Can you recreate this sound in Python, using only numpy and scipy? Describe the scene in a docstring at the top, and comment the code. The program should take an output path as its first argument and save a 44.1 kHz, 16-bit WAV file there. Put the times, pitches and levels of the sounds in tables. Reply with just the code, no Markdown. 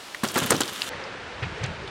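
"""A scooter on a wooden ramp

Close, dry knocks, clicks and scuffing sound over a steady hiss as a scooter sets off.
Then the sound turns abruptly duller and farther off: small wheels roar and hum on plywood,
and the hollow ramp thumps twice as they cross the joints between its sheets."""
import sys
import numpy as np
from scipy import signal
from scipy.fft import rfft, irfft, next_fast_len
from scipy.io import wavfile
from scipy.ndimage import map_coordinates

SR = 44100
rng = np.random.default_rng(int(sys.argv[2]) if len(sys.argv) > 2 else 0)


def log_audio(samples):
    """Write samples as a 16-bit WAV file to the path given in sys.argv[1]."""
    # one column per channel
    frames = np.atleast_2d(samples).T
    # limit to full scale, then quantise
    limited = np.clip(frames, -1, 1)
    pcm = np.round(limited * 32767).astype(np.int16)
    wavfile.write(sys.argv[1], SR, pcm)


N = 83790


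def amp(db):
    """Turn decibels into a gain to multiply by."""
    return 10 ** (np.asarray(db) / 20)


def unit(x):
    """Scale a sound to an average strength (rms) of 1."""
    return x / np.sqrt(np.mean(x ** 2) + 1e-20)


def since(start):
    """Seconds since a moment, zero before it."""
    return np.maximum(np.arange(N) / SR - start, 0)


def fall(t, fade_s):
    """A fade that drops 60 dB in the fade time."""
    return np.exp(-np.log(1000) * t / fade_s)


def curves(rows):
    """Join timed points with straight lines, one curve for each column after the time."""
    times, *columns = np.transpose(rows)
    return [np.interp(since(0), times, column) for column in columns]


def wobble(rate):
    """A smooth curve through `rate` random values a second."""
    return map_coordinates(rng.standard_normal(1024), [since(0) * rate], mode="wrap")


def filtered(x, gain_at):
    """Turn each frequency of a sound up or down by gain_at(hz)."""
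    size = next_fast_len(N + 8192)
    return irfft(rfft(x, size) * gain_at(np.fft.rfftfreq(size, 1 / SR)), size)[:N]


def cut_bass(x, edge_hz):
    """Take away the bass below an edge."""
    return signal.sosfilt(signal.butter(4, edge_hz, "high", fs=SR, output="sos"), x)


def coloured(x, spectrum):
    """Shape a sound by (frequency [Hz], level [dB]) points, at strength 1."""
    points_hz, db = np.transpose(spectrum)
    return unit(filtered(x, lambda hz: amp(np.interp(np.log(hz + 1), np.log(points_hz), db))))


def noise(spectrum):
    """Noise with the given spectrum, at strength 1."""
    return coloured(rng.standard_normal(N), spectrum)


def ring(start, tones, pitch=1, scatter_db=1.5):
    """A struck object rings with fading tones, each of slightly random strength."""
    t, out = since(start), np.zeros(N)
    live = (t > 0) & (t < .25)
    for k, (hz, db, fade_s) in enumerate(tones):
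        strength = (-1) ** k * amp(db + scatter_db * rng.standard_normal())
        out[live] += strength * np.sin(2 * np.pi * hz * pitch * t[live]) * fall(t[live], fade_s)
    return out


def hiss():
    """A soft, steady background hiss."""
    # tone colour of the hiss (frequency [Hz], level [dB])
    spectrum = [(25, -24.5), (70, -9.5), (140, -10.5), (350, -2.5), (1000, -1.5), (2000, -4.5), (3400, -4),
                (5500, -9), (10000, -16.5), (16000, -26.5)]
    return amp(-42) * noise(spectrum)


def scuffing(grains_per_s=500):
    """Uneven low rubbing under a gritty rasp of tiny grains."""
    # how loud the scuffing is (time [s], rubbing level [dB], relative grit level [dB])
    levels = [(.22, -61, -62), (.255, -38, -36), (.33, -41, -42.5), (.39, -36, -27), (.45, -33.5, -33),
              (.495, -35.5, -31.5), (.55, -28, -31.5), (.59, -37, -35.5), (.66, -38.5, -37),
              (.75, -47.5, -38.5), (.89, -45.5, -35)]
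    # tone colours of the rubbing and the grit (frequency [Hz], level [dB])
    rub_spectrum = [(30, -17), (60, -22.5), (90, 2), (250, 5.5), (450, 3.5), (700, -3), (1300, -9),
                    (2500, -56), (8000, -59)]
    grit_spectrum = [(100, -16), (600, -6.5), (1600, 2.5), (2200, -3.5), (3200, 2), (5000, -8),
                     (6800, -6.5), (10000, -10.5), (16000, -21.5)]
    rub_db, grit_db = curves(levels)
    grains = (rng.random(N) < grains_per_s / SR) * rng.standard_normal(N)
    rasp = noise(grit_spectrum) + amp(-4.5) * coloured(grains, grit_spectrum)
    rub = amp(rub_db + 1.55 * wobble(90)) * noise(rub_spectrum)
    return rub + amp(grit_db - 1.2 + 2.4 * wobble(79.5)) * rasp


def wheel_hum(roughness=0.76, wobbles_per_s=110):
    """The wheels sing in short, slightly rough swells, some sliding in pitch."""
    # swells (peak time [s], pitch [Hz], level [dB], half length [s], slide [Hz/s])
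    swells = [(.92, 500, -38.5, 0.014, 0), (1.05, 537, -42.5, 0.053, 1100.5),
              (1.17, 514.6, -42.5, 0.045, -800), (1.34, 487, -45.5, 0.024, -4),
              (1.582, 450, -36.5, 0.014, 2), (1.858, 404, -41, 0.022, 702.5)]
    out = np.zeros(N)
    for peak, hz, db, half_length, slide in swells:
        t = since(0) - peak
        phase = 2 * np.pi * (hz + slide * t / 2) * t + roughness * wobble(wobbles_per_s)
        flutter = 1 + roughness * wobble(wobbles_per_s)
        out += amp(db) * np.exp(-(t / half_length) ** 2) * unit(np.sin(phase) * flutter)
    return out


def rolling():
    """The wheels roar and hum on the plywood, and the hollow under the ramp drones."""
    # how loud the wheels and the hollow are (time [s], level [dB])
    roar_levels = [(.9, -35.5), (1.05, -37), (1.28, -38), (1.45, -38), (1.62, -36.5), (1.9, -39)]
    drone_levels = [(.9, -50.5), (.96, -43.5), (1.02, -55.5), (1.33, -50), (1.46, -39.5), (1.58, -45.5),
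                    (1.63, -40.5), (1.71, -37.5), (1.78, -47.5), (1.83, -39), (1.9, -50)]
    # tone colours of the wheels and the hollow (frequency [Hz], level [dB])
    roar_spectrum = [(25, -23.5), (60, -12.5), (200, -3.5), (320, -2), (500, 2.5), (700, -1.5), (900, 0.5),
                     (1150, -3), (1500, 0), (2600, -5.5), (4000, -11.5), (6000, -20), (9000, -31),
                     (10700, -42.5)]
    drone_spectrum = [(20, -27), (50, -1.5), (85, 3.5), (140, 0.5), (190, 0), (260, -21), (600, -61)]
    (roar_db,), (drone_db,) = curves(roar_levels), curves(drone_levels)
    wheels = amp(roar_db + 0.38 * wobble(39.8)) * noise(roar_spectrum) + wheel_hum()
    drone = amp(drone_db + 1.84 * wobble(25.37)) * noise(drone_spectrum)
    return wheels + drone


def joint_thumps(thump_rise_s=0.0092, clatter_rise_s=0.0096):
    """As a wheel crosses a joint, the plywood sheet booms and the scooter clatters."""
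    # crossings (time [s], relative thump level [dB], relative clatter level [dB], pitch [ratio])
    crossings = [(1.422, -15.5, -30.5, 0.95), (1.452, -24, -49, 0.76), (1.611, -29.5, -43.5, 0.92),
                 (1.631, -17, -30.5, 1.07)]
    # tones of the sheet (frequency [Hz], level [dB], fade time [s])
    plywood_tones = [(91.7, -13, 0.095), (121, 4, 0.068), (142, -9, 0.052)]
    # tone colour of the clatter (frequency [Hz], level [dB])
    clatter_spectrum = [(100, -16.5), (450, 3.5), (1200, 0.5), (2400, 6.5), (4000, -5.5), (8000, -26.5),
                        (10500, -50), (11600, -73.5)]
    out = np.zeros(N)
    for start, thump_db, clatter_db, pitch in crossings:
        t = since(start)
        thump = (1 - np.exp(-t / thump_rise_s)) * ring(start, plywood_tones, pitch)
        clatter = (1 - np.exp(-t / clatter_rise_s)) * fall(t, fade_s=0.14) * noise(clatter_spectrum)
        out += amp(thump_db + 2) * thump + amp(clatter_db + 7) * clatter
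    return out


def hard_parts():
    """A small part snaps, the deck cracks under the hardest knocks, and metal clinks on metal."""
    # tones of the small part, the deck and the metal (frequency [Hz], level [dB], fade time [s])
    snap_tones = [(2800, -2, 0.015), (3780, -3, 0.0076), (4730, -4.5, 0.011), (5260, -10, .009),
                  (7460, -27, 0.0093)]
    deck_tones = [(1002, -2.5, 0.0077), (1390, -2.5, 0.0028), (2050, -3.5, 0.0061)]
    metal_tones = [(8700, 0.5, 0.0089), (9200, -9, 0.01), (7450, -14.5, .012), (6870, -19.5, 0.012),
                   (10150, -10, 0.0072)]
    # hits on the deck (time [s], level [dB])
    cracks = [(.2337, -17.5), (0.3573, -11.5), (.506, -3.5)]
    # hits on metal (time [s], level [dB], pitch [ratio])
    clinks = [(.5069, -3, 1), (0.5098, -14.5, 0.86), (0.6083, -13, 0.88), (0.609, -24, 0.73),
              (0.6185, -20, .82), (1.639, -26.5, 0.72)]
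    out = amp(-12) * ring(start=.8191, tones=snap_tones)
    for start, db in cracks:
        out += amp(db) * ring(start, deck_tones)
    for start, db, pitch in clinks:
        out += amp(db) * ring(start, metal_tones, pitch)
    return out


def clicks():
    """Hard parts click, each with a tiny burst of noise around one frequency."""
    # sharp clicks (time [s], level [dB], centre [Hz], width [octaves], fade time [s])
    bursts = [(0.147, -26.5, 1680, 0.66, 0.025), (0.2377, -25, 8900, .8, 0.019),
              (0.251, -20.5, 3460, 0.52, 0.019), (.277, -29.5, 7000, 0.52, 0.015),
              (0.286, -25.5, 4540, 0.65, 0.032), (0.317, -31.5, 10000, .8, 0.018),
              (0.3426, -25, 8000, 1.6, .015), (0.3777, -22, 5500, 1.9, 0.026),
              (0.3854, -20, 8400, 0.57, 0.011), (0.3896, -21, 6360, 0.22, 0.01),
              (.462, -23, 13460, .3, 0.0091), (0.504, -20, 6560, 0.28, 0.0096),
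              (0.5063, -8, 7000, 1.1, 0.0059), (0.5055, -26, 11500, 0.67, .014),
              (.511, -19, 8000, 0.8, .014), (.554, -25, 3570, 0.33, 0.039), (0.565, -24, 4900, 0.58, 0.02),
              (0.6056, -20, 4260, 0.97, 0.038), (0.6165, -19, 3260, 0.47, 0.026),
              (.634, -25.5, 4000, 0.5, 0.024), (0.679, -27.5, 5100, 0.38, 0.016),
              (.733, -30.5, 13000, .3, 0.0085), (.8192, -20.5, 4200, 0.34, .012),
              (0.933, -31, 1770, 0.13, 0.045), (1.039, -36, 4900, 0.17, 0.032),
              (1.6351, -40.5, 7550, 0.23, 0.019), (1.641, -32, 3930, 0.3, 0.03),
              (1.662, -39, 6940, 0.19, .014), (1.875, -38, 3140, 0.36, 0.096)]
    out = np.zeros(N)
    for start, db, centre_hz, octaves, fade_s in bursts:
        band = lambda hz: 1 / (1 + (np.log2((hz + 1) / centre_hz) / octaves) ** 2)
        band_strength = np.sqrt(np.mean(band(np.arange(SR // 2)) ** 2))
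        t = since(start)
        burst = (t > 0) * fall(t, fade_s) * rng.standard_normal(N)
        out += amp(db) / band_strength * filtered(burst, band)
    return out


def knocks(contacts=4, thump_rise_s=0.0014, thump_fade_s=0.043):
    """Each knock thumps the board and bounces on the hollow body while loose parts rattle."""
    # knocks (time [s], relative bounce level [dB], bounce gap [s], loss per bounce [dB],
    # rattle level [dB], rattle length [s], thump pitch of the spot hit [Hz], thump level [dB])
    hits = [(0.2341, -18.5, .0042, 0.5, -25, 0.014, 228, -14.5),
            (0.3584, -11, 0.0046, 5.5, -25.5, 0.023, 232, -11.5),
            (0.418, -26, 0.0085, 6, -32.5, 0.0066, 158, -17), (.45, -31, .006, 7, -54.5, 0.0088, 247, -20),
            (0.506, -14, .0046, 3.5, -23, 0.02, 201.7, -17),
            (.5168, -16.5, .0047, 0.5, -28, .012, 455, -18.5),
            (0.53, -22, .0043, 3.5, -43, 0.008, 238, -16.5),
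            (0.6052, -16.5, 0.0028, 4, -30, 0.0098, 329, -13.5)]
    # tones of the hollow body (frequency [Hz], level [dB], fade time [s])
    body_tones = [(340, -6.5, 0.054), (489, -6, 0.051), (716, -17, .03), (924, 0, 0.017), (1086, -20, .03),
                  (1380, 1.5, 0.02), (1620, -8, 0.0293), (1860, -3.5, 0.0165)]
    # tone colour of the loose parts (frequency [Hz], level [dB])
    rattle_spectrum = [(50, -17), (130, -14.5), (350, 0), (650, -5), (1400, 0), (2100, -13.5),
                       (4500, -16.5), (9000, -22.5), (16000, -42)]
    out, chatter = np.zeros(N), np.zeros(N)
    for start, db, gap, loss_db, rattle_db, rattle_s, thump_hz, thump_db in hits:
        t = since(start)
        out += (1 - np.exp(-t / thump_rise_s)) * ring(start, [(thump_hz, thump_db, thump_fade_s)])
        for k in range(contacts):
            stray = min(k, 1) * rng.uniform(-0.232, .2)  # only the first contact is exactly on time
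            pitch = 1 + 0.043 * rng.standard_normal()
            chatter += amp(db - loss_db * k - 6.5) * ring(start + gap * (k + stray), body_tones, pitch)
        burst = fall(np.maximum(t - rattle_s, 0), fade_s=0.028)  # holds, then dies quickly
        tail = amp(-8) * fall(t, fade_s=0.16)
        out += amp(rattle_db + 3.1 * wobble(350)) * (t > 0) * (burst + tail) * noise(rattle_spectrum)
    return out + cut_bass(chatter, edge_hz=280)


def scene(change_s=.895, fade_s=.003, dull_hz=10700):
    """Close, bright sounds and hiss first, then the ramp, duller and farther off."""
    ticks = hard_parts() + clicks()
    close = cut_bass(knocks() + ticks + scuffing(), edge_hz=74)
    ramp = rolling() + joint_thumps() + ticks
    far = filtered(ramp, lambda hz: 1 / (1 + (hz / dull_hz) ** 80))
    fade_out = 1 - np.clip(since(change_s - fade_s) / fade_s, 0, 1)
    fade_in = np.clip(since(change_s) / fade_s, 0, 1)
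    return (fade_out * (close + hiss()) + fade_in * far)[None]


def record(dry, top_hz=15900):
    """Cut away the very highest treble."""
    return np.array([filtered(x, lambda hz: 1 / (1 + (hz / top_hz) ** 200)) for x in dry])


dry = scene()
out = record(dry)
log_audio(out)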